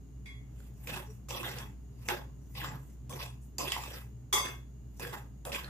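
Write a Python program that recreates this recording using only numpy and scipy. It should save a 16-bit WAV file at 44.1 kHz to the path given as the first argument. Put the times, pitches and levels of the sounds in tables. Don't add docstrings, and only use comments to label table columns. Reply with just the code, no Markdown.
import sys
import numpy as np
from scipy import signal
from scipy.fft import rfft, irfft, next_fast_len
from scipy.io import wavfile
from scipy.ndimage import uniform_filter1d

SR = 44100
rng = np.random.default_rng(int(sys.argv[2]) if len(sys.argv) > 2 else 0)


def gain_from_db(level_db):
    decades = np.asarray(level_db, float) / 20
    return 10 ** decades


def int16_out(signal):
    q = np.round(np.clip(np.atleast_2d(signal).T, -1, 1) * 32767)
    wavfile.write(sys.argv[1], SR, q.astype(np.int16))


N = 251325
STEP = 16

# (frequency [Hz], level [dB per Hz])
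KITCHEN_COLOUR = [(20, -65), (42, -21), (65, -6.5), (86, -16), (124, -7), (150, -16), (280, -17.5),
                  (450, -34.5), (700, -36), (1500, -45.5), (3500, -52.5), (5500, -53), (9000, -55.5),
                  (16200, -52.5)]
# (frequency [Hz], width [Hz], level [dB], likeness left-right [0-1])
FRIDGE_HUM = [(59.34, 0.905, -49, .99), (120.96, 8, -55, 0.93), (132, 14.5, -57.5, .95),
              (197.8, 5.2, -66.5, 1), (413, 33.5, -72.5, 0.98), (2860, 35, -87, 0), (6750, 640, -76, 0)]
# (time [s], length [s], level [dB])
BOWL_ROCKS = [(0.494, 0.22, -51), (0.902, .05, -34), (1.578, 0.074, -38), (2.124, .02, -40),
              (2.616, 0.13, -34.5), (2.898, 0.029, -51), (3.132, 0.023, -35.5), (3.6, 0.23, -48),
              (5.04, 0.093, -39.5), (5.653, .04, -44.5)]
ROCK_RISE_DB_PER_S, ROCK_FALL_DB_PER_S = 254, 196
# (time [s], peak level [dB], frequency [Hz], half length [s])
BOWL_SETTLES = (1.105, -50, 430, .022)

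ROOM_T60_S, ROOM_DB = 0.29, -2
PORT_LAG_S = 0.00013

# (time [s], peak level [dB], chatter [ms], crack over ring [dB],
# share of the free ring time [0-1])
RIM_HITS = [
    (0.2573, -39, 45, -32, 0.71),
    (4.3271, -14, 45, -13, 0.84),
]
RIM_HZ = [424, 1026, 1105, 1159, 1990, 2149, 2225, 2300, 3350, 3378, 3455, 3560, 4731, 5250, 6172, 6210,
          6275, 7127, 7779, 8457, 9360, 10280, 11030, 11650, 13200, 13950]
# (level in the light touch [dB], level in the blow [dB], time to fall 60 dB [s])
RIM_TONES = [(-37, -12.5, 0.58), (-25, -9, 0.18), (-21, -14, 0.41), (-19, -9.5, 0.48), (-15, -22, 0.49),
             (-2, -9.5, 0.46), (-1.5, -40.5, 0.28), (-31, -40, 0.26), (-7, -9.5, .3), (-28, -13.5, 0.62),
             (-22, -6.5, 0.34), (-38, -13.5, 0.28), (-15, -12, .2), (-35, -10, 0.035), (-32, -12.5, .42),
             (-34, -12, 0.53), (-20, -10.5, 0.24), (-35, -10, 0.054), (-24, -16, 0.19), (-35, -17.5, 0.15),
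             (-23, -10, 0.12), (-24, -20, .15), (-30, -26, 0.15), (-35, -28, 0.13), (-40, -17, 0.06),
             (-37, -20.5, 0.19)]
HAND_DAMP_S = 0.39

# (time [s], peak level [dB], pitch [Hz], crack over knock [dB])
TICKS = [(0.603, -45.5, 1450, -6), (0.873, -23, 2450, -10), (0.962, -25.5, 970, -9), (1.286, -37, 1190, -4),
         (1.295, -38, 4900, -8), (1.3065, -26, 2600, -6), (1.355, -29, 890, -13), (1.374, -32, 2580, -13),
         (1.431, -26, 1080, -8), (1.586, -37.5, 3420, 5), (2.0868, -15, 2160, -5), (2.6165, -25, 1700, -12),
         (2.645, -21.5, 1200, -10), (3.095, -43, 1130, 0), (3.1265, -36, 2300, 2), (3.215, -28, 2460, -14),
         (3.584, -20, 4700, -6), (3.7199, -13.5, 3070, -3.5), (3.765, -17.5, 973, -25),
         (3.837, -35.5, 1060, 2), (4.47, -24, 1750, -20), (4.997, -32.5, 950, -2), (5.05, -22, 1680, -30),
         (5.131, -31.5, 990, -5.5), (5.452, -39.5, 1210, 8), (5.519, -24, 2620, -11),
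         (5.547, -17.5, 2490, -17), (5.645, -28, 4230, -28)]
TICK_T60_S, TICK_CYCLES = 0.009, 6
CRACK_S = 0.0019

MUFFLED_HZ = [370, 500, 600, 860, 1060, 1160, 1650, 2000, 2610, 3360, 3600, 4930, 5700, 6100, 7260, 8000,
              9560, 10400, 11750, 13200, 13900]
# (width [Hz], level over the broad grit [dB])
MUFFLED = [(35.3, 8.4), (43.8, 6.6), (50, 1.3), (70.5, 6.64), (80, 6.2), (60, 1.5), (150, 5.2),
           (147.5, 4.4), (133, 8.2), (82, 6.3), (130, 3.4), (150, 6.4), (149, 6.4), (150, 4.5), (181, 7.5),
           (180, 3.2), (145, 2.3), (171.5, 2.4), (170, 9.4), (170, 7.1), (151.5, 6.2)]
# (frequency [Hz], level [dB per Hz])
GRIT_COLOUR = [(150, 4), (280, -5), (600, 0), (1100, -2.5), (1450, -9.5), (2600, -7), (3100, -6.5),
               (4300, -12), (6000, -12.5), (9000, -11), (10600, -8), (11800, -7.5), (13000, -10),
               (16500, -12)]
# (time [s], drag [s], pressure [dB],
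# edge rasp over pressure [dB], grit over pressure [dB])
DIGS = [(0.869, 0.077, -48, -1.5, 5), (1.287, .12, -44.5, -16, 0), (2.079, 0.037, -35.5, -21, -26),
        (3.094, 0.067, -47, -14.5, -6), (3.582, 0.047, -38, -28, -4), (4.329, 0.034, -26.5, -5.5, -4.5),
        (4.995, 0.049, -45, -4, -1), (5.449, 0.035, -42, -14, -11)]
# (time [s], drag [s], pressure [dB],
# edge rasp over pressure [dB], grit over pressure [dB])
PUSHES = [(0.95, 0.028, -44.5, -6, -6), (1.36, 0.023, -58, -8, 11), (1.43, 0.046, -44.5, 2, 2.5),
          (1.5, 0.076, -52, -2.5, 0.5), (1.579, 0.028, -48.5, -3.5, 0), (2.086, 0.0019, -37, 3.5, 4),
          (2.549, 0.06, -50.5, -12, 6.5), (2.615, 0.035, -45, 1, 0), (2.69, 0.053, -52, -4.5, -11),
          (3.188, 0.044, -48, -8, 4), (3.65, 0.059, -47, -5.5, 8), (3.713, 0.011, -45.5, -4, 10),
          (3.756, 0.012, -42, -14, -10), (3.79, 0.087, -50, -12, 0.5), (3.9, 0.078, -54, -1, 2),
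          (4.439, 0.024, -39.5, -1.5, 3), (5.045, 0.034, -49, -5, -4.5), (5.12, 0.012, -41, -3, -6.5),
          (5.517, .045, -43, -5.5, 4), (5.58, 0.061, -54.5, 0.5, -6), (5.65, .05, -62.5, 11, -5)]
# (time [s], slide [s], hiss [dB],
# coarse grains over hiss [dB])
SPILLS = [(0.59, 0.084, -67, -5), (0.81, .03, -71, -8), (0.85, 0.018, -56, -9.5), (1.105, 0.027, -64, -8),
          (2.02, 0.034, -74, -16), (2.068, .012, -57, -1), (2.43, 0.031, -76, -11),
          (2.535, .02, -61.5, -13), (2.8, .13, -69, -12), (3.1, .15, -57.5, -20), (3.416, .03, -65, -18),
          (3.59, 0.4, -55, -21.5), (4.954, .006, -84, -20), (4.985, .012, -62.5, -11)]
DIG_ATTACK_S, PUSH_ATTACK_S = (0.0067, 0.015, 0.0092, 0.0018), (0.0064, 0.011, 0.0071, 0.011)
RELEASE_DB_PER_S = (200, 227, 236, 239)
HISS_DB, HISS_SHARE = -3, 0.4
SPLASH_SHARE, SPLASH_S = 0.63, 0.007
SPILL_RISE_DB_PER_S, SPILL_FALL_DB_PER_S = 206.5, 221
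SPILL_RUMBLE_DB, SPILL_RASP_DB = -2, -9.5
SWEPT_DB = -16


def unit(x):
    return x / np.sqrt(np.mean(x ** 2))


def gain_at(points, size):
    hz, db = np.transpose(points)
    return gain_from_db(np.interp(np.log(np.fft.rfftfreq(size, 1 / SR) + 1), np.log(hz), db))


def colour(x, points):
    size = next_fast_len(N)
    return irfft(rfft(x, size) * gain_at(points, size), size)[..., :N]


def band(x, lo_hz, hi_hz, order=2):
    return signal.sosfilt(signal.butter(order, [lo_hz, hi_hz], "band", fs=SR, output="sos"), x)


def ring(x, hz, width_hz):
    return signal.lfilter(*signal.iirpeak(hz, hz / width_hz, fs=SR), x)


def walk(rate):
    k = int(SR / rate)
    steps = np.repeat(rng.standard_normal(N // k + 1), k)
    return unit(uniform_filter1d(uniform_filter1d(steps, k), k)[:N])


def pair(like):
    like = np.clip(like, 0, 1)
    mid, side = rng.standard_normal((2, N))
    return np.sqrt((1 + like) / 2) * mid + np.sqrt((1 - like) / 2) * side * np.array([[1], [-1]])


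def add(out, s, sound):
    i = int(s * SR)
    out[..., i:i + sound.shape[-1]] += sound[..., :N - i]


def late(x, share=1):
    return np.array([x, np.roll(x, round(share * PORT_LAG_S * SR))])


def steady(x, window_s):
    return x / np.sqrt(uniform_filter1d(np.mean(x ** 2, axis=0), int(window_s * SR)) + 1e-12)


def swell(s, hold_s, rise, fall):
    t = np.arange(N)[::STEP] / SR
    return -rise * np.maximum(s - t, 0) - fall * np.maximum(t - s - hold_s, 0)


def fine(gain):
    return np.array([np.interp(np.arange(N), np.arange(N)[::STEP], g) for g in gain])


def kitchen():
    air = band(pair(0.86), 12, 284) + band(pair(0.18), 302.5, 18000)
    air = unit(colour(air, KITCHEN_COLOUR)) * gain_from_db(-53 + 0.5 * walk(0.72))

    hum = 0
    for hz, width_hz, db, like in FRIDGE_HUM[1:]:
        hum = hum + gain_from_db(db) * unit(ring(ring(pair(like), hz, width_hz), hz, width_hz))
    hz, wander_hz, db, like = FRIDGE_HUM[0]
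    motor_phase = 2 * np.pi * np.cumsum(hz + wander_hz * walk(5)) / SR
    motor = gain_from_db(db + 3 + 0.26 * walk(5.4)) * np.sin(motor_phase)

    shake = 0
    for s, lasts_s, db in BOWL_ROCKS:
        shake = shake + gain_from_db(db + swell(s, lasts_s, ROCK_RISE_DB_PER_S, ROCK_FALL_DB_PER_S))
    counter = unit(ring(pair(0.93), 128.6, 16.8)) * fine([shake]) * gain_from_db(-9)

    settle_s, settle_db, settle_hz, half_s = BOWL_SETTLES
    t = np.arange(N) / SR - settle_s
    settle = gain_from_db(settle_db) * np.sin(2 * np.pi * settle_hz * t) * np.exp(-(t / half_s) ** 2)
    return air + hum + motor + counter + settle


def room(x):
    t = np.arange(SR // 2) / SR
    noise = rng.standard_normal((2, len(t))) * (t > 0.003)
    low = band(noise, 170, 7200, order=1) * gain_from_db(-60 * t / ROOM_T60_S)
    high = band(noise, 3900, 17000, order=2) * gain_from_db(-60 * t / (0.73 * ROOM_T60_S))
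    tail = low + high
    tail = tail / np.sqrt(np.sum(tail ** 2) / 2)
    return gain_from_db(ROOM_DB) * signal.fftconvolve(x.mean(axis=0)[None], tail, axes=1)[:, :N]


def rim():
    out, t = np.zeros((2, N)), np.arange(SR // 2) / SR
    for k, (s, db, chatter_ms, crack_db, free) in enumerate(RIM_HITS):
        chatter = rng.standard_normal((2, len(t))) * np.exp(-t * 1000 / chatter_ms)
        crack = band(rng.standard_normal((2, len(t))), 600, 15000, order=1) * np.exp(-t / 0.014)
        sound = gain_from_db(crack_db) * crack
        for hz, tone in zip(RIM_HZ, RIM_TONES):
            width_hz = np.log(1000) / np.pi / (free * tone[2])
            long_ring = ring(chatter, hz, width_hz)
            touched_ring = ring(chatter, hz, 7 * width_hz)
            for part, part_db in (long_ring, -10), (touched_ring, -15):
                sound += gain_from_db(tone[k] + part_db) * part / abs(part).max(axis=1, keepdims=True)
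        add(out, s, gain_from_db(db - 20 * (t / HAND_DAMP_S) ** 3) * sound)
    return out


def ticks():
    out, t = np.zeros((2, N)), np.arange(3000) / SR
    for s, db, hz, crack_db in TICKS:
        crack = band(rng.standard_normal(len(t)), 1600, 15000, order=1) * np.exp(-t / CRACK_S)
        crack = crack + sum(gain_from_db(-8 + g) * ring(crack, f, 2.4 * w) for f, (w, g) in zip(MUFFLED_HZ, MUFFLED))
        fade = np.exp(-np.log(1000) * t / (TICK_T60_S + TICK_CYCLES / hz))
        knock = np.sin(2 * np.pi * hz * t) * fade * (1 - np.exp(-3 * hz * t))
        tick = knock + gain_from_db(crack_db + 6.5) * crack / abs(crack).max()
        add(out, s, gain_from_db(db - 5.0) * late(tick, 0.4) * gain_from_db([[-1.5], [0]]))
    return out


def drag(s, hold_s, db, rasp_db, grit_db, attack_s, splash):
    since = np.maximum(np.arange(N)[::STEP] / SR - s, 0)
    levels = db + np.array([0, rasp_db, grit_db, HISS_DB + HISS_SHARE * grit_db])
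    shape = []
    for level, release, attack in zip(levels, RELEASE_DB_PER_S, attack_s):
        onset = 1 - np.exp(-since / max(attack, 1e-4))
        shape.append(gain_from_db(level + swell(s, hold_s, 0, release)) * onset)
    shape[3] = shape[3] * gain_from_db(-splash * rasp_db * np.exp(-since / SPLASH_S))
    return np.square(shape)


def spill(s, slide_s, db, coarse_db):
    level = db + np.array([[coarse_db + SPILL_RUMBLE_DB], [coarse_db + SPILL_RASP_DB], [coarse_db], [0]])
    slide = swell(s, slide_s, SPILL_RISE_DB_PER_S, SPILL_FALL_DB_PER_S)
    moving = (np.arange(N)[::STEP] / SR > s) | (coarse_db > SWEPT_DB)
    return gain_from_db(level + slide) ** 2 * moving


def controls():
    power = sum(drag(*row, DIG_ATTACK_S, SPLASH_SHARE) for row in DIGS)
    power = power + sum(drag(*row, PUSH_ATTACK_S, 0) for row in PUSHES)
    power = power + sum(spill(*row) for row in SPILLS)
    return fine(np.sqrt(power))


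def scrape():
    size_db = 2.5 * np.minimum(rng.exponential(size=N), 2.5)
    crystals = (rng.random(N) < 1200 / SR) * gain_from_db(size_db) * rng.standard_normal(N)
    crumble_db = 3.7 * band(np.abs(unit(crystals)), 30, 300, order=1).clip(-2, 2)
    grains = unit(crystals) * gain_from_db(-2.5) + rng.standard_normal(N)
    scatter = gain_from_db(2.0 + crumble_db) * rng.standard_normal((2, N))
    grains = late(grains) + scatter

    bowl = grains
    for hz, (width_hz, db) in zip(MUFFLED_HZ, MUFFLED):
        bowl = bowl + (gain_from_db(db) - 1) * ring(grains, hz, width_hz) * gain_from_db(7.8 * walk(25))

    size = next_fast_len(N)
    bins = rfft(bowl, size) * gain_at(GRIT_COLOUR, size)
    octave = np.log2(np.fft.rfftfreq(size, 1 / SR) / 200 + 1e-9)
    layers = np.zeros((4, 2, N))
    crunch_db = 2.47 * walk(90)
    for k in range(14):
        part = irfft(bins * np.clip(1 - abs(2 * octave - k), 0, 1), size)[:, :N]
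        layer = (k > 5) + (k > 6) + (k > 9)
        layers[layer] += part * gain_from_db(crunch_db + 3.75 * walk(40))

    since = np.arange(N) / SR - RIM_HITS[1][0]
    bare_db = -13 * np.exp(-np.maximum(since, 0) / 0.16) * (since > 0)
    pan_db = -2.1 + 1.0 * walk(7.8)
    heard = sum(steady(layer, 0.035) * gain * gain_from_db(-0.52) for layer, gain in zip(layers, controls()))
    return heard * gain_from_db(bare_db + np.array([pan_db, -pan_db]) / 2)


def scene():
    strokes = scrape()
    hits = ticks() + rim()
    return strokes + hits + room(gain_from_db(-4) * strokes + hits) + kitchen()


def band_limit(x):
    return signal.sosfilt(signal.butter(12, 16360, fs=SR, output="sos"), x)


def record(dry):
    top_cut = signal.ellip(8, 0.2, 40, 15350, fs=SR, output="sos")
    mix = signal.sosfilt(top_cut, dry)
    return band_limit(mix)


dry = scene()
out = record(dry)
int16_out(out)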